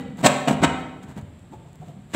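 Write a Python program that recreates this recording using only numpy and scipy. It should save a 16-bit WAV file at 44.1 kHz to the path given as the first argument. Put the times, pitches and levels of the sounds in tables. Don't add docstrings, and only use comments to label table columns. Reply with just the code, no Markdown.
import sys
import numpy as np
from scipy import signal
from scipy.fft import rfft, irfft
from scipy.io import wavfile

SR = 44100
rng = np.random.default_rng(int(sys.argv[2]) if len(sys.argv) > 2 else 0)


def generate_wav(signal):
    frames = np.transpose(np.atleast_2d(signal))
    scaled = np.clip(frames, -1, 1) * 32767
    pcm = np.round(scaled).astype(np.int16)
    wavfile.write(sys.argv[1], SR, pcm)


N = 94815
LEAD = SR // 2
TOTAL = N + LEAD
TIME = (np.arange(TOTAL) - LEAD) / SR
CRUNCH_GRAINS_PER_S = 14000


# t/s, relative level/dB, extra bass/dB, extra treble/dB
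RIM_CONTACTS = [(-0.30, -6, 14, 6.5), (0.23, -35, 18.5, -6.5), (0.238, -16, 5, -11),
                (0.2442, -8.5, -0.5, -5), (0.2515, -11, 6.5, 2), (0.2595, -8, -7, 3.5),
                (0.2626, -5.5, -0.5, 3.5), (0.2677, -14, -9, 5.5), (0.4743, -19.5, 8.5, -10),
                (0.4816, -9.5, -1, -17.5), (0.495, -25, 14.5, 2), (0.5091, -23.5, 17.5, -4),
                (0.527, -28, 11.5, -5), (0.6181, -24.5, 2.5, -13), (0.6258, -25, 19.5, -31),
                (0.632, -14.5, -1.5, -8), (0.6364, -9, -6.5, -7), (0.6432, -5, -6, -29),
                (2.1366, -36.5, 14.5, 8.5), (2.1462, -19.5, 6, -15)]
# f/Hz, level/dB
KNOCK_SPECTRUM = [(30, -50.5), (60, -7.5), (110, 6.5), (170, 16), (280, 13), (420, 7.5), (720, 8.5),
                  (1150, 0), (2000, 1.5), (3800, -2.5), (4900, -8.5), (6500, -9.5), (7900, 5.5),
                  (9500, -16.5), (12500, -79.5), (15500, -12)]
# f/Hz, level/dB, t60/s (time to fade by 60 dB)
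FITTING_NOTES = [(267, -42.5, 0.092), (562, -42.5, 0.067), (640, -39, 0.034), (694, -34, 0.057),
                 (749.7, -31.5, 0.052), (936, -44, .05), (1075, -47, 0.11), (1260, -44.5, 0.086),
                 (1670, -45.5, .06), (1793, -48.5, 0.071), (2840, -55.5, 0.15), (3640, -43, 0.058),
                 (7350, -80.5, 0.018)]

def knocks():
    boost_db = 22
    force = np.zeros(TOTAL)
    push = low_pass(signal.unit_impulse(SR // 10), hz=900)
    for s, db, bass_db, treble_db in RIM_CONTACTS:
        grit = crunch(t60=0.033, attack_s=0.0012)
        grit = grit - low_pass(grit, hz=240)
        hit = 0.8 * grit - 0.75 * push
        hit = hit + (from_db(bass_db) - 1) * low_pass(hit, hz=254)
        add(force, s, from_db(db + boost_db) * brighten(hit, treble_db))
    ringing = sum(from_db(db) * ring(force, hz, t60) for hz, db, t60 in FITTING_NOTES)
    return colour(force, KNOCK_SPECTRUM) + ringing


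# middle t/s, half length/s, level/dB, extra treble/dB
GRIND_STROKES = [(0.238, 0.005, -35, -1), (0.263, 0.012, -24, 3), (0.486, 0.0058, -29.5, 3.5),
                 (0.518, 0.017, -41, 5), (0.641, 0.0095, -19.5, -8), (2.146, 0.007, -28, -3.5)]
# f/Hz, level/dB
GRIND_SPECTRUM = [(60, -16.5), (170, 3.5), (300, -10.5), (700, -9.5), (1500, 8.5), (3800, -4),
                  (5200, -11.5), (7800, -1), (9500, -15), (15000, -20)]

def grinding():
    return friction(GRIND_STROKES, GRIND_SPECTRUM, CRUNCH_GRAINS_PER_S)


# t/s, level/dB, f/Hz
HAND_BUMPS = [(0.004, -27, 184), (0.047, -26.5, 197.3), (0.082, -26, 144.4), (0.133, -27, 194),
              (0.186, -26, 169), (0.203, -24.5, 173), (0.501, -31, 150), (0.537, -29, 84.7),
              (0.601, -24, 78), (0.663, -24, 78.7), (0.715, -35, 78), (1.034, -31.5, 209),
              (1.082, -29, 133.2), (1.117, -34.5, 93), (1.164, -25, 199.7), (1.179, -26.5, 135),
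              (1.225, -25, 99.8), (1.277, -36, 92.4), (1.305, -45, 98), (1.384, -55, 100),
              (1.513, -35, 208), (1.595, -46, 131), (1.66, -38.5, 137.3), (1.799, -32, 150),
              (1.823, -37, 86), (1.883, -32, 155), (1.964, -33, 177), (1.991, -34.5, 198.4),
              (2.024, -58, 149)]

def bumps():
    out, t = np.zeros(TOTAL), np.arange(SR // 3) / SR
    shape = rise_and_fade(t, t60=0.088, attack_s=0.0026)
    for s, db, hz in HAND_BUMPS:
        add(out, s, from_db(db) * np.sin(2 * np.pi * hz * t) * shape)
    return low_pass(out, hz=500)


# t/s, relative level/dB
CRUMB_TICKS = [(0.008, -33.5), (0.0145, -42), (0.172, -37), (1.0889, -50.5), (1.1652, -39.5),
               (1.1802, -36.5), (1.185, -44), (1.2131, -41), (1.3927, -45), (1.5244, -55), (1.7304, -42),
               (1.7554, -37.5)]
# f/Hz, level/dB
CRUMB_SPECTRUM = [(300, 7.5), (1500, -8), (3800, -4), (5500, -8), (7700, 6), (9500, -7), (15000, -9.5)]

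def crumbs():
    boost_db = 9.5
    out = np.zeros(TOTAL)
    for s, db in CRUMB_TICKS:
        add(out, s, from_db(db + boost_db) * crunch(t60=0.0086, attack_s=0.0003))
    return colour(out, CRUMB_SPECTRUM)


# middle t/s, half length/s, level/dB, extra treble/dB
RUB_STROKES = [(0.204, 0.017, -37, 0), (0.805, .012, -57, 9), (1.036, .009, -50, 7),
               (1.103, 0.017, -44.5, 0), (1.181, 0.013, -41.5, -2), (1.30, 0.21, -68, -17.5),
               (1.54, 0.016, -57, 5.5), (1.677, 0.014, -62, 5), (1.82, 0.016, -55, 1),
               (1.882, 0.021, -59, 9), (2.122, 0.015, -59, 12.5)]
# f/Hz, level/dB
RUB_SPECTRUM = [(150, 10), (700, 9.5), (1500, -0.5), (3800, -8.5), (5500, -17), (7700, -6.5), (9500, -20),
                (15000, -22)]

def rubbing():
    return friction(RUB_STROKES, RUB_SPECTRUM, grains_per_s=2500)


# middle t/s, half length/s, relative level/dB, f/Hz
SQUEAK_STROKES = [(1.528, 0.0058, -46, 302), (1.54, 0.009, -43, 890), (1.606, 0.011, -61, 900),
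                  (1.657, 0.0065, -55.5, 690), (1.829, 0.0088, -46, 762), (1.895, 0.012, -48.5, 658)]
# f/Hz, level/dB
SCUFF_SPECTRUM = [(120, -27), (290, 15), (520, 8.5), (950, 3.5), (1300, -24.5), (6000, -42)]

def squeaks():
    slips_per_s, unevenness, chop_depth = 210, 0.39, 0.36
    out = np.zeros(TOTAL)
    for s, half, db, hz in SQUEAK_STROKES:
        slip_rate = slips_per_s * np.exp(unevenness * wobble(slips_per_s))
        slip_count = np.cumsum(slip_rate) / SR
        slips = np.diff(np.floor(slip_count), prepend=0)
        scuff = rms_one(colour(slips - slip_rate / SR, SCUFF_SPECTRUM))
        pitch = hz * (1 + 0.071 * wobble(hz=119))
        chop = 1 + chop_depth * np.cos(2 * np.pi * slip_count)
        tone = rms_one(np.sin(2 * np.pi * np.cumsum(pitch) / SR) * chop)
        out += from_db(db) * swell(s, half) * (tone + from_db(-1.5) * scuff)
    return low_pass(out, hz=1290, order=4)


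# f/Hz, t60/s
ECHO_FADES = [(100, 1.4), (260, 1.32), (700, 0.87), (1840, 0.84), (4000, 0.76), (8000, 0.56), (10000, 0.65)]
# f/Hz, relative level/dB
ECHO_SPECTRUM = [(50, -12), (150, -7.5), (300, -6.5), (450, -0.5), (1000, -2.5), (2200, -3), (3700, -5.5),
                 (5200, -11), (8000, -8.5), (14000, -11.5)]
# f/Hz, level/dB, t60/s
STANDING_WAVES = [(78, -69, 0.64), (96.2, -65.5, 1), (137.4, -66, 0.98), (154.8, -58.5, 0.83),
                  (189, -67.5, 0.7), (209, -60.5, 0.59), (255, -62, 1), (283.6, -66.5, 0.44),
                  (303, -70.5, 1), (569, -63.5, 0.77), (695, -63.5, 0.33), (761, -62.5, 0.5),
                  (1067, -64, 0.8), (1250, -62.5, 0.63), (2067, -62.5, .7), (2210, -73.5, 0.4)]

def room(x):
    delay_s, build_s, echo_db = 0.002, 0.0063, -2
    t = np.arange(SR) / SR
    hz = np.fft.rfftfreq(SR, 1 / SR)
    noise_spectrum = rfft(rng.standard_normal(SR))
    build_up = np.clip((t - delay_s) / build_s, 0, 1)
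    tail = np.zeros(SR)
    for centre, t60 in ECHO_FADES:
        band = at_hz([(f, f == centre) for f, _ in ECHO_FADES], hz)
        shape = dying(t, t60) * build_up
        tail += irfft(noise_spectrum * band, SR) * shape / np.linalg.norm(shape)
    waves = sum(from_db(db) * ring(x, f, t60) for f, db, t60 in STANDING_WAVES)
    return from_db(echo_db) * through(x, colour(tail, ECHO_SPECTRUM)) + waves


# f/Hz, relative level/dB
AIR_SPECTRUM = [(25, -24), (45, -4.5), (80, 3.5), (160, 4.5), (300, -8), (700, -17.5), (1300, -22.5),
                (3600, -28), (5300, -40.5), (6600, -40.5), (7600, -25.5), (9300, -42), (15000, -47.5)]

def still_air():
    return from_db(-46.5) * rms_one(colour(rng.standard_normal(TOTAL), AIR_SPECTRUM))


def crunch(t60, attack_s):
    t = np.arange(SR // 10) / SR
    burst = grains(CRUNCH_GRAINS_PER_S, len(t)) * rise_and_fade(t, t60, attack_s)
    return burst / (np.linalg.norm(burst) + 1e-9)


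def friction(strokes, spectrum, grains_per_s):
    grit = rms_one(colour(grains(grains_per_s, TOTAL), spectrum))
    return sum(from_db(db) * swell(s, half) * brighten(grit, treble_db)
               for s, half, db, treble_db in strokes)


def grains(per_s, count):
    clicks = rng.random(count) < per_s / SR
    return rms_one(clicks * rng.standard_normal(count))


def wobble(hz):
    return rms_one(low_pass(rng.standard_normal(TOTAL), hz))


def swell(middle, half):
    return np.exp(-.5 * ((TIME - middle) / half) ** 2)


def dying(t, t60):
    return np.exp(-np.log(1000) * t / t60)


def rise_and_fade(t, t60, attack_s):
    return dying(t, t60) * (1 - np.exp(-t / attack_s))


def ring(x, hz, t60):
    decay = from_db(-60 / (t60 * SR))
    feedback = decay * np.cos(2 * np.pi * hz / SR)
    return signal.lfilter([1, -feedback], [1, -2 * feedback, decay * decay], x + 1e-18)


def colour(x, points, size=8192):
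    gains = from_db(at_hz(points, np.fft.rfftfreq(size, 1 / SR)))
    cepstrum = irfft(np.log(gains))
    cepstrum[1:size // 2] *= 2
    cepstrum[size // 2 + 1:] = 0
    return through(x, irfft(np.exp(rfft(cepstrum))))


def brighten(x, db, edge_hz=2700):
    return x + (from_db(db) - 1) * (x - low_pass(x, edge_hz))


def low_pass(x, hz, order=1):
    return signal.sosfilt(signal.butter(order, hz, fs=SR, output="sos"), x + 1e-18)


def through(x, response):
    return signal.fftconvolve(x, response)[:len(x)]


def at_hz(points, hz):
    log_hz, values = np.transpose([(np.log(f), v) for f, v in points])
    return np.interp(np.log(np.maximum(hz, 1)), log_hz, values)


def from_db(db):
    return 10 ** (np.asarray(db) / 20)


def rms_one(x):
    return x / np.sqrt(np.mean(x ** 2) + 1e-20)


def add(out, s, sound):
    i = max(int(s * SR) + LEAD, 0)
    out[i:i + len(sound)] += sound[:max(TOTAL - i, 0)]


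def scene():
    sliding = grinding() + rubbing()
    work = knocks() + bumps() + crumbs() + sliding + squeaks()
    return (still_air() + work + room(work))[None, LEAD:]


def record(dry):
    low_hz, top_hz, peak_limit = 47.7, 15600, 1.25
    thinned = signal.sosfilt(signal.butter(2, low_hz, "high", fs=SR, output="sos"), dry)
    rounded = peak_limit * np.tanh(thinned / peak_limit)
    return signal.sosfilt(signal.ellip(10, .1, 80, top_hz, fs=SR, output="sos"), rounded)


dry = scene()
out = record(dry)
generate_wav(out)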